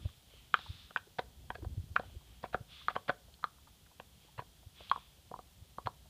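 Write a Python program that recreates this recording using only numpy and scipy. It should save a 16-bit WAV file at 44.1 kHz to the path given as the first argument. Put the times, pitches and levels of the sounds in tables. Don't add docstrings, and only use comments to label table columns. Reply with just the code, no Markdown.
import sys
import numpy as np
from scipy import signal
from scipy.fft import rfft, irfft, next_fast_len
from scipy.io import wavfile
from scipy.ndimage import map_coordinates

SR = 44100
rng = np.random.default_rng(int(sys.argv[2]) if len(sys.argv) > 2 else 0)


def persist_wave(psi):
    counts = np.round(np.clip(psi, -1, 1) * 32767).astype(np.int16)
    wavfile.write(sys.argv[1], SR, np.atleast_2d(counts).T)


N = 268569

# (frequency [Hz], relative density [dB])
HISS_SPECTRUM = [(30, -15), (150, -1.5), (260, -14), (400, -14), (600, -15.5), (740, -13.5), (1000, -18),
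                 (1500, -20.5), (2300, -20.5), (2800, -17.5), (3230, -12.5), (3700, -15.5), (5500, -20),
                 (15000, -23)]
RUMBLE_SPECTRUM = [(15, -28), (30, -15.5), (60, 5.5), (100, -4.5), (170, -11), (280, -18.5), (600, -34),
                   (1500, -62.5)]
NOSE_SPECTRUM = [(300, -40.5), (800, -16), (1200, -7), (1950, -10.5), (2550, -3), (2950, -4), (3350, -1),
                 (3850, -4), (4400, -9), (4900, -10.5), (5600, -19), (11000, -40)]
# (frequency [Hz], reverberation time [s])
ROOM_T60 = [(150, 0.47), (1000, 0.25), (4000, .2), (12000, 0.066)]
# (centre time [s], Gaussian half width [s], relative level [dB])
WEIGHT_SHIFTS = [(0, 0.07, -55.5), (.55, 0.17, -65.5), (1.75, .28, -59.5), (2.45, 0.4, -67.5)]
# (start [s], duration [s], relative level [dB], nostril pitch [Hz])
PUFFS = [(-.03, 0.048, -61.5, 3400), (.25, 0.13, -65.5, 3100), (.5, 0.33, -57, 3600),
         (1.95, 0.17, -68.5, 3170), (2.2, .18, -71, 3180), (2.654, .16, -57, 3430), (4.146, .1, -71, 3197),
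         (4.719, 0.23, -59, 3330)]
# (time [s], peak level [dB], pitch [Hz])
SOFT_BUMPS = [(0.059, -26, 90), (.704, -33.5, 87.5), (1.632, -37, 80), (1.671, -33, 93),
              (1.78, -28.5, 102), (1.801, -32.5, 80), (1.842, -41, 123.5), (1.915, -37.5, 83.5),
              (2.169, -37, 70), (2.547, -31, 169), (2.612, -37.5, 122), (4.39, -37.5, 121),
              (4.671, -42.5, 86.5), (5.625, -43.5, 87), (5.862, -36, 107)]
LIP_SMACKS = [(.05, -47.5, 640), (.335, -53, 410), (.66, -45.5, 930), (1.069, -55, 410), (1.582, -49, 426),
              (1.622, -43.5, 329), (2.033, -47.5, 760), (2.147, -54.5, 380), (2.607, -56.5, 550),
              (2.813, -52.5, 1200), (3.281, -56.5, 577), (3.427, -43, 1150), (3.913, -56.5, 870),
              (4.803, -46, 560)]
# (frequency [Hz], bandwidth [Hz], relative level [dB])
BONE_LOW_MODES = [(215, 66, -6.5), (398, 60, -6), (520, 120, -3), (736, 38, 1), (1013, 100, -8)]
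BONE_HIGH_MODES = [(1494, 120, 2.5), (1860, 180, -5.5), (2427, 220, -9.5)]
TEETH_MODES = [(2448, 300, -13.5), (3250, 310, -2.5), (3940, 350, -13.5)]
# (start [s], duration [s], peak level [dB])
TOOTH_DRAGS = [(1.185, .011, -27.5), (1.546, 0.014, -44.5), (1.9585, 0.0039, -32), (2.429, 0.031, -41.5),
               (2.528, 0.027, -39), (2.896, .014, -37.5), (2.952, 0.0098, -32), (3.079, 0.012, -33),
               (3.089, .012, -33), (4.378, 0.026, -40.5), (5.858, 0.0084, -36)]
# (time [s], mouth level [dB], mouth pitch [Hz], mouth bandwidth [Hz],
# bone knock level [dB], bone crack level [dB], tooth tick level [dB], tooth pitch [Hz])
TOOTH_STRIKES = [(0.5412, -12.5, 1260, 355, -32.5, -15.5, -24, 3140),
                 (0.59, -45, 940, 600, -46.5, -45, -41, 3950),
                 (.908, -43.5, 1340, 600, -48, -63, -52, 2930),
                 (0.9612, -25, 1120, 600, -38, -19.5, -44, 3420),
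                 (.972, -37, 960, 310, -61, -46, -29.5, 2540),
                 (1.191, -27.5, 1150, 600, -26.5, -31.5, -35, 3720),
                 (1.503, -30.5, 956, 500, -33.5, -30, -41, 3170),
                 (1.5535, -39.5, 1630, 130, -43, -69, -44, 4500),
                 (1.6466, -48, 1130, 480, -40, -53, -58, 4450),
                 (1.963, -16.5, 1254, 305, -38.5, -16, -48, 3180),
                 (1.996, -37, 1300, 600, -29, -45, -43.5, 4200),
                 (2.4397, -37, 1026, 276, -30.5, -39, -50, 3600),
                 (2.5444, -22, 1340, 410, -23, -28, -35.5, 2290),
                 (2.8836, -15.5, 1237, 353, -36, -55, -33, 4200),
                 (2.9629, -24.5, 1060, 170, -28, -33, -38, 3110),
                 (3.094, -21, 1500, 188, -21, -50, -36, 4470),
                 (3.101, -29, 1103, 140, -30.5, -29, -36, 3510),
                 (3.3406, -82, 1020, 600, -75, -70, -46, 4360),
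                 (3.441, -19, 1215, 270, -39, -56, -32, 4080),
                 (3.999, -44, 1010, 248, -40, -42.5, -40.5, 2670),
                 (4.3922, -32.5, 1016, 171, -37, -48, -53, 4100),
                 (4.42, -63, 1030, 600, -45.5, -53, -62, 4350),
                 (4.898, -56, 1100, 300, -57, -66, -31, 4200),
                 (4.9142, -14, 1084, 159, -38, -41, -31, 3310),
                 (4.9599, -30.5, 1060, 130, -45.5, -74, -63, 3020),
                 (4.975, -47, 1020, 130, -47, -70, -63, 4500), (5.3138, -50, 910, 600, -36, -71, -63, 4240),
                 (5.3399, -34, 1007, 172, -41.5, -78, -69, 4600),
                 (5.361, -48, 1000, 160, -49, -78, -66, 4600),
                 (5.39, -42.5, 1140, 131, -41, -80, -56, 4330),
                 (5.7837, -32, 1070, 157, -36, -72, -52.5, 4240),
                 (5.871, -22, 1030, 360, -29.5, -65, -36, 4300)]

RING = 4096
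HZ = np.fft.rfftfreq(RING, 1 / SR)


def amp(db):
    return 10 ** (np.asarray(db) / 20)


def unit(x):
    return x / np.sqrt(np.mean(x ** 2) + 1e-20)


def crest(x):
    return x / (np.abs(x).max() + 1e-20)


def along(points, hz):
    frequencies, values = np.transpose(points)
    return np.interp(np.log(hz + 1), np.log(frequencies + 1), values)


def add(track, start_s, sound):
    part = track[max(round(start_s * SR), 0):][:len(sound)]
    part += sound[:len(part)]


def filtered(x, response):
    size = next_fast_len(N + SR // 2)
    return irfft(rfft(x, size) * response(np.fft.rfftfreq(size, 1 / SR)), size)[:N]


def noise(spectrum):
    return unit(filtered(rng.standard_normal(N), lambda hz: amp(along(spectrum, hz))))


def resonance(hz, width_hz):
    return 1j * HZ * width_hz / (hz * hz - HZ ** 2 + 1j * HZ * width_hz)


def modal_sum(modes, centre_hz, width_hz):
    scatter_db = rng.standard_normal(len(modes))
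    total = sum((-1) ** k * amp(db + scatter_db[k]) * resonance(hz, width)
                for k, (hz, width, db) in enumerate(modes))
    return resonance(centre_hz, width_hz) * total


def ring(response, contact_hz):
    low_pass = 1 / (1 - (HZ / contact_hz) ** 2 + 1.2j * HZ / contact_hz)
    return crest(irfft(response * low_pass ** 2))


def hiss(level_db):
    return amp(level_db) * noise(HISS_SPECTRUM)


def room(direct, early_db, tail_db, early_t60_s):
    hz, t, spectra = signal.stft(rng.standard_normal(SR // 2), SR, nperseg=256)
    decay = amp(-60 * t / along(ROOM_T60, hz)[:, None])
    tail = signal.istft(spectra * decay, SR, nperseg=256)[1]
    early = rng.standard_normal(len(tail)) * amp(-60 * np.arange(len(tail)) / SR / early_t60_s)
    reflections = amp(early_db) * early / np.linalg.norm(early)
    reflections += amp(tail_db) * tail / np.linalg.norm(tail)
    delayed = np.pad(reflections, (int(0.003 * SR), 0))
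    return direct + signal.fftconvolve(direct, delayed)[:N]


def shuffle(gain_db, lump_db, lumps_per_s=22, rest_db=-72):
    t = np.arange(N) / SR
    lumps = map_coordinates(rng.standard_normal(N * lumps_per_s // SR + 4), [t * lumps_per_s])
    rumble = unit(amp(lump_db * np.tanh(lumps)) * noise(RUMBLE_SPECTRUM))
    shift_power = sum((amp(db) * np.exp(-((t - centre_s) / half_s) ** 2 / 2)) ** 2
                      for centre_s, half_s, db in WEIGHT_SHIFTS)
    return amp(gain_db) * np.sqrt(amp(rest_db) ** 2 + shift_power) * rumble


def snuffles(gain_db, whistle_db, half_width_hz):
    attack_s, sag_db_per_s, release_db_per_s = 0.092, 17.5, 59.5
    reference_hz = 3350
    track = np.zeros(N)
    for start_s, length_s, db, hz in PUFFS:
        t = np.maximum(np.arange(N) / SR - start_s, 0)
        swell = np.sin(np.pi / 2 * np.minimum(t / attack_s, 1)) ** 2
        sag_db = sag_db_per_s * np.maximum(t - attack_s, 0)
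        release_db = release_db_per_s * np.maximum(t - length_s, 0)
        air = noise([(f * hz / reference_hz, density_db) for f, density_db in NOSE_SPECTRUM])
        whistle = unit(filtered(air, lambda f: 1 / (1 + ((f - hz) / half_width_hz) ** 2)))
        track += amp(db - sag_db - release_db) * swell * unit(air + amp(whistle_db) * whistle)
    return amp(gain_db) * track


def bumps(decay_cycles, jaw_hz=160, jaw_offset_db=-22, jaw_db_per_db=0.65):
    track = np.zeros(N)
    t = np.arange(-RING // 2, RING // 2) / SR
    jaw_thumps = [(time_s, jaw_offset_db + jaw_db_per_db * knock_db, jaw_hz)
                  for time_s, _, _, _, knock_db, *_ in TOOTH_STRIKES]
    for time_s, db, hz in SOFT_BUMPS + jaw_thumps:
        thump = np.cos(2 * np.pi * hz * t) * np.exp(-np.abs(hz * t / decay_cycles))
        add(track, time_s - RING / SR / 2, amp(db) * thump)
    return track


def smacks(swell_s, tongue_per_s=4.5, tongue_db=-60.5, tongue_hz=651):
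    track = np.zeros(N)
    age = np.arange(RING) / SR / swell_s
    tongue_ticks = [(k / tongue_per_s + 0.1 * late, tongue_db + 3 * size, tongue_hz * np.exp(0.4 * pitch))
                    for k, (late, size, pitch) in enumerate(rng.standard_normal((40, 3)))]
    for time_s, db, hz in LIP_SMACKS + tongue_ticks:
        flutter = rng.standard_normal(RING) * age * np.exp(-age)
        pocket = resonance(hz, 0.25 * hz) * resonance(hz, 0.8 * hz)
        add(track, time_s, amp(db) * crest(irfft(rfft(flutter) * pocket)))
    return track


def bone_knock():
    return ring(modal_sum(BONE_LOW_MODES, centre_hz=650.4, width_hz=913), contact_hz=1500)


def bone_crack():
    return -ring(modal_sum(BONE_HIGH_MODES, centre_hz=1681, width_hz=1266), contact_hz=5000)


def splinter(decay_s):
    crackle = rng.standard_normal(RING) ** 3 * np.exp(-np.arange(RING) / SR / decay_s)
    return ring(rfft(crackle) * resonance(4600, 2500), contact_hz=9000)


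def tooth_tick(hz):
    tooth = resonance(hz, 300) * resonance(hz, 1100)
    neighbours = modal_sum(TEETH_MODES, centre_hz=3220, width_hz=2500)
    return ring(tooth + neighbours, contact_hz=5000)


def scrapes(slips_per_s, knock_db, grit_db):
    track = np.zeros(N)
    for start_s, length_s, db in TOOTH_DRAGS:
        drag = np.zeros(2 * RING)
        slip_times = (np.cumsum(rng.uniform(0.3, 1.7, size=48)) - 0.3) / slips_per_s
        scatter = rng.standard_normal((len(slip_times), 2))
        slip_times = slip_times[slip_times <= max(length_s, slip_times[0])]
        strike = tooth_tick(3250) + amp(knock_db) * bone_knock()
        for slip_s, (pitch, size) in zip(slip_times, scatter):
            crumb = ring(resonance(1500 * np.exp(0.4 * pitch), 340), contact_hz=4116)
            add(drag, slip_s, amp(1.1 * size) * (strike + amp(grit_db) * crumb))
        add(track, start_s, amp(db) * crest(drag))
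    return track


def bites(splinter_db, hardness, rebound_s=0.0035, rebound_db=-15):
    track = np.zeros(N)
    for time_s, mouth_db, mouth_hz, width_hz, knock_db, crack_db, tick_db, tooth_hz in TOOTH_STRIKES:
        sharpness = max(amp(hardness * (mouth_db + 46.5)), 1.2)
        cavity = resonance(mouth_hz, width_hz) * resonance(mouth_hz, mouth_hz / 2)
        mouth = ring(cavity, contact_hz=sharpness * mouth_hz)
        tooth = tooth_tick(tooth_hz) + amp(splinter_db) * splinter(decay_s=0.0011)
        bone = amp(knock_db) * bone_knock() + amp(crack_db) * bone_crack()
        strike = amp(mouth_db) * mouth + bone + amp(tick_db) * tooth
        add(track, time_s, strike)
        delay_s = rebound_s * np.exp(0.22 * rng.standard_normal())
        add(track, time_s + delay_s, amp(rebound_db) * strike)
    return track


def scene():
    gnawing = bites(splinter_db=-19, hardness=0.21)
    gnawing += scrapes(slips_per_s=1001, knock_db=10.0, grit_db=13)
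    gnawing += smacks(swell_s=0.0027)
    gnawing += bumps(decay_cycles=0.53)
    background = hiss(level_db=-65)
    gnawing_in_room = room(gnawing, early_db=-13.5, tail_db=-24, early_t60_s=0.06)
    breath = snuffles(gain_db=1.0, whistle_db=-8, half_width_hz=250)
    rumble = shuffle(gain_db=7.0, lump_db=5.5)
    return (background + rumble + breath + gnawing_in_room)[None]


def record(dry):
    return filtered(dry[0], lambda hz: hz < 15450)[None]


dry = scene()
out = record(dry)
persist_wave(out)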